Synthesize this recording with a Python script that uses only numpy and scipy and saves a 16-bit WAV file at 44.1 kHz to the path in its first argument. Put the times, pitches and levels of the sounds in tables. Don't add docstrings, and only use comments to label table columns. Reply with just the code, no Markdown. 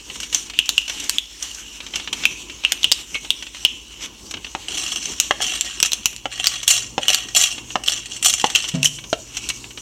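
import sys
import numpy as np
from scipy import signal
from scipy.fft import rfft, irfft, next_fast_len
from scipy.io import wavfile
from scipy.ndimage import uniform_filter1d, map_coordinates

SR = 44100
rng = np.random.default_rng(int(sys.argv[2]) if len(sys.argv) > 2 else 0)


def store_wav(level_fs):
    pcm = np.round(np.clip(np.atleast_2d(level_fs), -1, 1) * 32767)
    wavfile.write(sys.argv[1], SR, pcm.T.astype(np.int16))


N = 432621
TIME = np.arange(N) / SR

# frequency_hz, gain_db
MIC_RESPONSE = [(100, -21), (1840, -9.5), (2400, -5.5), (2900, 3.5), (3640, -3.5), (4650, -7.5),
                (4850, -17), (5060, -5.5), (6100, -1.5), (7690, -7), (10900, -24.5), (13100, -22),
                (16000, -43)]
HEAD_ON_RESPONSE = MIC_RESPONSE[:6] + MIC_RESPONSE[7:]


def amp(db):
    return 10 ** (np.asarray(db) / 20)


def unit(x):
    return x / np.sqrt(np.mean(x ** 2) + 1e-20)


def along(points, hz):
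    f, v = np.transpose(points)
    return np.interp(np.log(hz + 1), np.log(f + 1), v)


def wobble(rate):
    knots = rng.standard_normal(int(N * rate / SR) + 4)
    return map_coordinates(knots, [TIME * rate])


def filtered(x, response):
    m = next_fast_len(N + SR // 2)
    spectrum = rfft(x, m) * response(np.fft.rfftfreq(m, 1 / SR))
    return irfft(spectrum, m)[..., :N]


def causal(points):
    gain = amp(along(points, np.fft.rfftfreq(2048, 1 / SR)))
    cepstrum = irfft(np.log(gain))
    cepstrum[1:1024] *= 2
    cepstrum[1025:] = 0
    return irfft(np.exp(rfft(cepstrum)))


def brighter(x, gain, edge_hz=4600):
    high_pass = signal.butter(3, edge_hz, "high", fs=SR, output="sos")
    return x + (gain - 1) * signal.sosfiltfilt(high_pass, x)


def add(x, s, sound):
    part = x[round(s * SR):][:len(sound)]
    part += sound[:len(part)]


def swell(s, db, rise, hold, fall):
    before = np.maximum(s - TIME, 0)
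    after = np.maximum(TIME - s - abs(hold), 0)
    return amp(2 * (db - 20 * before / max(rise, .005) - 20 * after / max(fall, .005)))


def grains(per_s, spread_db, t60):
    chance, strength = rng.random((2, N))
    sizes = (chance < per_s / SR) * amp(-spread_db * np.log(strength + .04))
    decay = amp(-60 / (max(t60, .001) * SR))
    return unit(signal.lfilter([1], [1, -decay], sizes) * rng.standard_normal(N))


def patchy(x, depth_db, hz_bins, frames):
    z = signal.stft(x, nperseg=256)[2]
    field = uniform_filter1d(rng.standard_normal(z.shape), size=hz_bins, axis=0)
    field = uniform_filter1d(field, size=frames, axis=1)
    return signal.istft(z * amp(depth_db * unit(field)), nperseg=256)[1][:N]


def resonances(modes, hz):
    total = 0
    for k, (centre, width, db) in enumerate(modes):
        gain = (-1) ** k * amp(db - along(MIC_RESPONSE, centre))
        total = total + gain * 1j * hz * width / (centre * centre - hz * hz + 1j * hz * width)
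    return total


def ringing(modes, attack, blur):
    t = TIME[:SR // 3]
    drift = blur * np.cumsum(rng.standard_normal((len(modes), len(t))), axis=1) / np.sqrt(SR)
    hz, db, t60 = np.transpose(modes)[:, :, None]
    scatter_db = rng.normal(0, 1.5, db.shape)
    decay = amp(db + scatter_db - 60 * t / t60)
    ring = np.sum(decay * np.sin(2 * np.pi * hz * t + drift), axis=0) * (1 - np.exp(-t / attack))
    return ring / np.abs(ring).max()


def appliances():
    # frequency_hz, rms_level_db
    hums = [(49.5, -53.5), (59.2, -54.5)]
    # start_s, frequency_hz, rms_level_db
    motor = (6.1, 119, -52.5)
    # time_s, level_db (before its waver)
    rumble = [(0.0, -47.5), (0.23, -47), (1.35, -56.5), (2.09, -46.5), (3.75, -51.5), (4.93, -44.5),
              (5.75, -48.5), (6.4, -51.5), (7.76, -47), (8.53, -48.5), (9.35, -49.5), (9.81, -47.5)]
    # frequency_hz, relative_level_db (per Hz)
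    air_spectrum = [(25, -21), (60, -1.5), (150, -7), (250, -2.5), (334, -2.5), (456, -10), (700, -19.5),
                    (1000, -11), (2200, -44)]

    hum = np.zeros(N)
    for hz, db in hums:
        hum += amp(db + 0.44 * wobble(3.4)) * np.sqrt(2) * np.sin(2 * np.pi * hz * TIME)
    s, hz, db = motor
    fade_in = np.clip((TIME - s) / 0.15, 0, 1)
    hum += amp(db + 1.4 * wobble(7.2)) * np.sqrt(2) * np.sin(2 * np.pi * hz * TIME) * fade_in
    air = unit(filtered(rng.standard_normal(N), lambda f: amp(along(air_spectrum, f))))
    return hum + air * amp(np.interp(TIME, *np.transpose(rumble)) + 2.9 * wobble(21))


def kitchen(x):
    # frequency_hz, t60_s
    room_decay = [(300, 0.45), (1500, 0.21), (2500, 0.65), (3500, 0.42), (4600, 0.13), (6000, 0.38),
                  (14000, 0.38)]
    out, hop = np.zeros(N), int(.3 * SR)
    for start in range(0, N, hop):
        hz, t, z = signal.stft(rng.standard_normal(SR // 2), SR, nperseg=128)
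        close = 2.3 * np.exp(-(t / 0.01) ** 2)
        far = amp(-60 * t / along(room_decay, hz)[:, None])
        tail = signal.istft(z * (close + far), SR, nperseg=128)[1]
        tail = tail / np.linalg.norm(tail)
        add(out, start / SR + .002, signal.fftconvolve(x[start:start + hop], tail))
    return out


def counter_bump():
    # (at the microphone, near 145 Hz)
    bump = (8.739, -13.5)
    # frequency_hz, relative_level_db, t60_s
    counter_modes = [(164, 13.5, 0.086), (146.4, -8.5, 0.57), (256, -6, 0.31), (540, -20, 0.17),
                     (648, -21.5, 0.41)]
    out = np.zeros(N)
    gain = amp(bump[1] - along(MIC_RESPONSE, 145))
    add(out, bump[0], gain * ringing(counter_modes, attack=0.011, blur=4.7))
    return out


def spatula():
    # start_s, level_db (at the microphone, near 255 Hz), hardness_db_per_octave, pitch_ratio (set by the grip)
    taps = [(4.55, -15.5, -5, 1.01), (5.3092, -5.5, 8.5, 1.04), (5.404, -22.5, 7, 1.04),
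            (6.256, -15.5, -2.5, 1.08), (6.98, -9.5, -3, 1.02), (7.756, -9, -1, 1.004),
            (8.442, -4.5, -0.5, 0.97), (9.1291, -6, 1, 0.84)]
    # frequency_hz, relative_level_db, t60_s
    wood_modes = [(320, 2.5, 0.029), (552, 1.5, 0.057), (768, 15, 0.019), (1145, 8, 0.016),
                  (1570, 3, 0.017), (3140, -16, 0.012)]
    out, t = np.zeros(N), TIME[:SR // 3]
    dull = signal.butter(2, 3500, fs=SR, output="sos")
    for s, db, hard_db, ratio in taps:
        modes = [(hz * ratio, level + hard_db * np.log2(hz / 1000), t60) for hz, level, t60 in wood_modes]
        knock = 0.27 * amp(-60 * t / 0.031) * signal.sosfilt(dull, rng.standard_normal(len(t)))
        u = t / .0005
        push = 0.21 * (1 - u) * np.exp(-u)
        blow = ringing(modes, attack=0.00029, blur=19.5) + knock + push
        add(out, s, amp(db - along(MIC_RESPONSE, 255)) * blow)
    return out


def plate():
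    # peak_s, level_db, hold_s (sign ignored),
    # fall_s (for 20 dB, at least 5 ms), brightness_db
    sweeps = [(4.707, -22.5, 0.073, 0.53, -0.5), (4.785, -21.5, 0.07, -0.02, 3),
              (4.912, -29.5, 0.33, -0.3, 3), (5.418, -15, 0.003, 0.62, -3.5),
              (6.317, -22.5, 0.037, 0.5, -6.5), (6.46, -21.5, 0.088, 0.15, -4),
              (6.694, -12, 0.056, 0.11, 2.5), (7.026, -20.5, 0.046, -0.23, -3.5),
              (7.087, -10, 0.0095, 0.19, -6), (7.14, -22.5, 0.012, -0.18, 13),
              (7.368, -5, 0.0024, 0.1433, 0), (7.877, -16.5, 0.005, 0.25, -1), (8.1, -31, 0.035, 0.65, 6.5),
              (8.248, -14, 0.036, 0.0944, 4.5), (8.34, -25.5, 0.078, 0.28, 1),
              (8.445, -24, 0.071, 0.19, -2), (8.551, -17, 0.0027, 0.27, -2), (8.841, -19, 0.017, 0.03, 8)]
    # start_s, force_db
    clinks = [(4.684, -11.5), (4.7805, -23), (4.8623, -13), (4.9195, -10.5), (4.9594, -10.5), (5.028, -15),
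              (5.056, -9.5), (5.4199, -3.5), (5.5842, -22.5), (5.754, -20.5), (5.849, -4), (6.3986, -4),
              (6.4423, -0.5), (6.458, -5), (6.6782, 4.5), (7.0915, -5), (7.102, -0.5), (7.168, -22),
              (7.286, -11), (7.3492, -1.5), (7.366, -5), (7.4132, -3), (7.459, -10), (7.4882, -18),
              (7.525, -13.5), (7.8365, -8), (7.862, -12.5), (7.9204, -5), (7.936, -15), (8.058, -12.5),
              (8.164, -16.5), (8.2268, -7), (8.2476, -4), (8.2587, 3.5), (8.283, -7), (8.3378, -4),
              (8.3983, -8.5), (8.414, -10), (8.4603, -14), (8.5008, -10), (8.5792, -13), (8.623, -12),
              (8.8459, -3.5)]
    # frequency_hz, width_hz, level_db (as heard through the microphone)
    china_modes = [(752, 66, -8), (1112, 83, -7.5), (1902, 34, -6), (2740, 24, 10.5), (3340, 81, 1.5),
                   (3813, 89, -1), (4430, 45, -2), (5440, 43, 6.5), (6165, 137, -0.5), (7100, 46, 9),
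                   (7800, 18, 2), (8160, 42, 4.5), (9000, 44, -3.5), (9700, 38, -6.5), (11100, 31, -10),
                   (12740, 47, -7)]

    rattle = unit(0.42 * rng.standard_normal(N) + grains(380, spread_db=3.5, t60=0.012))
    heaps = np.array([swell(s, db, 0.022, hold, fall) for s, db, hold, fall, _ in sweeps])
    power = heaps.sum(axis=0) + 1e-20
    bright = amp(np.transpose(sweeps)[-1] @ heaps / power)
    force = rattle * np.sqrt(power)
    t = TIME[:SR // 20]
    for s, db in clinks:
        add(force, s, amp(db - 60 * t / 0.02) * rng.standard_normal(len(t)))
    force = patchy(force, 2.5, hz_bins=4, frames=5)

    def contact(f):
        return 0.97 * (1j * f / (500 + 1j * f)) ** 2 * (1 + 1j * f / 7000)

    strength = np.sqrt(np.abs(uniform_filter1d(force ** 2, size=SR // 20))) / amp(-11.5)
    sharp = np.clip(strength, .1, 10) ** 0.82
    ring = filtered(force, lambda f: contact(f) + resonances(china_modes, f))
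    return brighter(brighter(ring, bright), sharp, edge_hz=8600)


def in_pan(x):
    # frequency_hz, width_hz, level_db (as heard through the microphone, before the 0.6 share)
    pan_modes = [(284, 31, -4.5), (1205, 20, -68), (2256, 9.2, 2), (2850, 20, -21), (5865, 53, 5.5)]
    return filtered(x, lambda hz: 1 + .6 * resonances(pan_modes, hz))


def sizzle():
    # time_s, level_db, brightness_db
    steady = [(0.0, -27, -22), (0.08, -51, -18), (0.6, -27.5, -4), (0.85, -32, 2.5), (1.291, -32, -8),
              (1.9, -30, 2.5), (2.6, -33, -3), (3.11, -32, 4.5), (3.62, -33.5, 2), (3.8, -39.5, 6),
              (4.35, -38.5, 7), (4.66, -28, 1.5), (5.5, -29.5, 2.5), (6.197, -49, 13.5), (7.7, -37.5, 6),
              (8.75, -41, -1), (8.951, -45, 15), (9.81, -39, 10)]
    # peak_s, level_db, rise_s (for 20 dB), fall_s (for 20 dB), brightness_db
    flares = [(0.22, -23.5, 0.27, 0.15, 5), (0.35, -17, 0.058, 0.15, 4.5), (0.919, -19, 0.058, 0.42, 2),
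              (1.45, -25, 0.23, 0.43, 4.5), (1.97, -22, 0.083, 0.13, -16), (2.15, -19, 0.015, 0.44, -0.5),
              (2.31, -30, 0.062, 1, 3), (2.66, -28.5, 0.052, 0.74, -14), (4.051, -18, 0.15, 0.16, -5),
              (9.39, -23, 0.16, 0.22, -1.5)]
    # frequency_hz, relative_level_db (per Hz)
    oil_spectrum = [(300, 10.5), (600, 3.5), (1200, 7), (2500, 7), (16000, 7)]

    s, level_db, bright_db = np.transpose(steady)
    power = amp(2 * np.interp(TIME, s, level_db))
    treble = power * amp(2 * np.interp(TIME, s, bright_db))
    for s, db, rise, fall, bright_db in flares:
        flare = swell(s, db, rise, 0, fall)
        power = power + flare
        treble = treble + flare * amp(2 * bright_db)
    flutter = amp(3.15 * wobble(25))
    bubbles = 0.84 * rng.standard_normal(N) + 0.34 * grains(70, spread_db=0.5, t60=0.022)
    fizz = patchy(flutter * bubbles, 2.5, hz_bins=4, frames=30)
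    fizz = unit(in_pan(filtered(fizz, lambda hz: amp(along(oil_spectrum, hz)))))
    return np.sqrt(power) * brighter(fizz, np.sqrt(treble / power))


def noise_bursts():
    # start_s, level_db (of the noise, before brightness and onset), brightness_db;
    # the dull one at 3.152 s is the low body of a knock
    bursts = [(0.0988, -12.5, -24), (0.156, -16, -8), (0.201, -12.5, 4.5), (0.2306, -10.5, -2),
              (0.327, -10, 1), (0.498, -11, -5.5), (0.535, -15, -13), (0.657, -21, 8), (1.546, -23, 8),
              (4.369, -13.5, -16), (4.466, -16, -17), (0.8784, -11, -2), (0.8955, -5, -4.5),
              (0.9986, -22, 13), (1.039, -22, 12), (1.425, -17.5, 13), (1.803, -11.5, -17),
              (1.864, -12.5, -9), (1.937, -7.5, -23), (1.9568, -6.5, 2), (1.9977, -10, -15),
              (2.074, -5.5, -23), (2.1278, -2, -5), (2.235, -3, -23), (2.497, -12, -13),
              (2.6367, -8.5, -15), (3.152, -5, -39), (3.2468, -13.5, -31), (3.4245, -11, -7),
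              (3.466, -14.5, -12), (3.546, -12.5, -10), (3.567, -17.5, -8), (4.3098, -13.5, 2),
              (4.339, -7, -16), (4.4448, -10, -17), (5.858, -8, 8), (6.128, -18, -25), (6.63, -10.5, 1.5),
              (7.58, -10, -19), (7.7028, -14, -21), (8.641, -8.5, -7), (8.6866, -10.5, 5.5),
              (8.985, -14.5, -20), (9.039, -15.5, -12), (9.369, -8, 2), (9.4885, -9, 8), (9.499, -3, -5.5),
              (9.641, -16, -25), (9.706, -18, -13), (9.774, -11, -24)]
    out, t = np.zeros(N), TIME[:SR // 8]
    for s, db, bright_db in bursts:
        onset = 1 - np.exp(-t / 0.00079)
        puff = amp(db - 60 * t / 0.042) * onset * rng.standard_normal(len(t))
        add(out, s, brighter(puff, amp(bright_db)))
    return out


def pitched_bursts():
    # start_s, tone_level_db (at the microphone), pitch_hz, puff_db (relative to the tone),
    # puff_t60_s (also sets the tone's length);
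    # the one at 2.2548 s is the lower ringing tone of the pop at 2.254 s;
    # near 3.15 s a knock rings on longer notes
    bursts = [(0.3466, -4, 6100, -4.5, 0.045), (0.5897, 8.5, 2790, -17, 0.015),
              (0.6918, 2, 3880, -13, 0.0099), (0.7798, 2.5, 2710, -14.5, 0.028),
              (1.0953, -2.5, 4550, -8, 0.017), (1.184, -1, 3450, -16.5, 0.021),
              (2.254, 7, 3070, -13, 0.014), (2.2548, 2, 2410, -37, 0.018), (2.6498, 5, 2720, -50, 0.014),
              (2.721, -6, 3420, 3.5, 0.012), (2.832, -8, 3550, -12, 0.015),
              (2.8437, 11.5, 2980, -29, 0.011), (2.9168, 1.5, 3940, -10, 0.014),
              (2.922, 2, 4800, -17, 0.026), (3.1446, -14, 2900, -15, 0.043), (3.15, -21.5, 2590, -29, 0.29),
              (3.146, -22.5, 2190, -29, 0.43), (3.305, 3.5, 3500, -14.5, 0.016),
              (3.6501, 12.5, 2990, -19, 0.012), (5.2005, 1.5, 6670, -6.5, 0.017),
              (5.61, -6, 7200, -10.5, 0.032), (5.802, -10, 7870, -10, 0.033), (5.828, -1.5, 2770, 5, 0.031),
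              (5.9192, -10.5, 3970, -5, 0.026), (5.9329, -5, 6050, -2.5, 0.0079),
              (6.0574, 0.5, 5940, -3.5, 0.016), (6.1636, -24, 7700, -5, 0.0061),
              (6.47, 7, 4780, -14, 0.016), (7.0826, -0.5, 2980, -4, 0.039), (7.133, -1, 2760, -11, 0.011),
              (7.1457, 0.5, 4390, -7, 0.023), (7.884, 4.5, 3070, -37, 0.016),
              (8.5502, -4.5, 2680, -2.5, 0.099), (8.5587, -5, 3110, -1, 0.05),
              (8.8302, -5, 2700, -3.5, 0.04), (8.8579, -1, 3040, -10, 0.046)]
    out, t = np.zeros(N), TIME[:SR // 5]
    for s, db, hz, puff_db, t60 in bursts:
        drift = 0.35 * np.cumsum(rng.standard_normal(len(t))) * np.sqrt(hz / SR)
        tone = np.cos(2 * np.pi * hz * t + drift) * np.exp(-(t / (0.069 * abs(t60))) ** 2.0)
        u = t / 0.00014
        push = 0.87 * (1 - u) * np.exp(-u) * np.exp(-abs(t60) / 0.024)
        hiss, crack = rng.standard_normal((2, len(t)))
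        crackle = 6.1 * amp(-60 * t / 0.0053) * np.diff(crack, prepend=0)
        puff = amp(puff_db) * (amp(-60 * t / abs(t60)) * hiss + crackle)
        add(out, s, amp(db - along(HEAD_ON_RESPONSE, hz)) * (tone + puff + push))
    return out


def scene():
    bursts = pitched_bursts()
    rest = in_pan(noise_bursts()) + plate() + spatula() + counter_bump()
    heard = rest + amp(-9.0) * kitchen(bursts + rest) + sizzle()
    port = signal.fftconvolve(heard, causal(MIC_RESPONSE))
    port += signal.fftconvolve(bursts, causal(HEAD_ON_RESPONSE))
    return (port[:N] + appliances())[None]


def record(dry):
    top_hz = 16300
    loud = dry + amp(-61) * rng.standard_normal(dry.shape)
    clipped = loud / (1 + np.abs(loud) ** 8) ** (1 / 8)
    return filtered(clipped, lambda hz: hz < top_hz)


dry = scene()
out = record(dry)
store_wav(out)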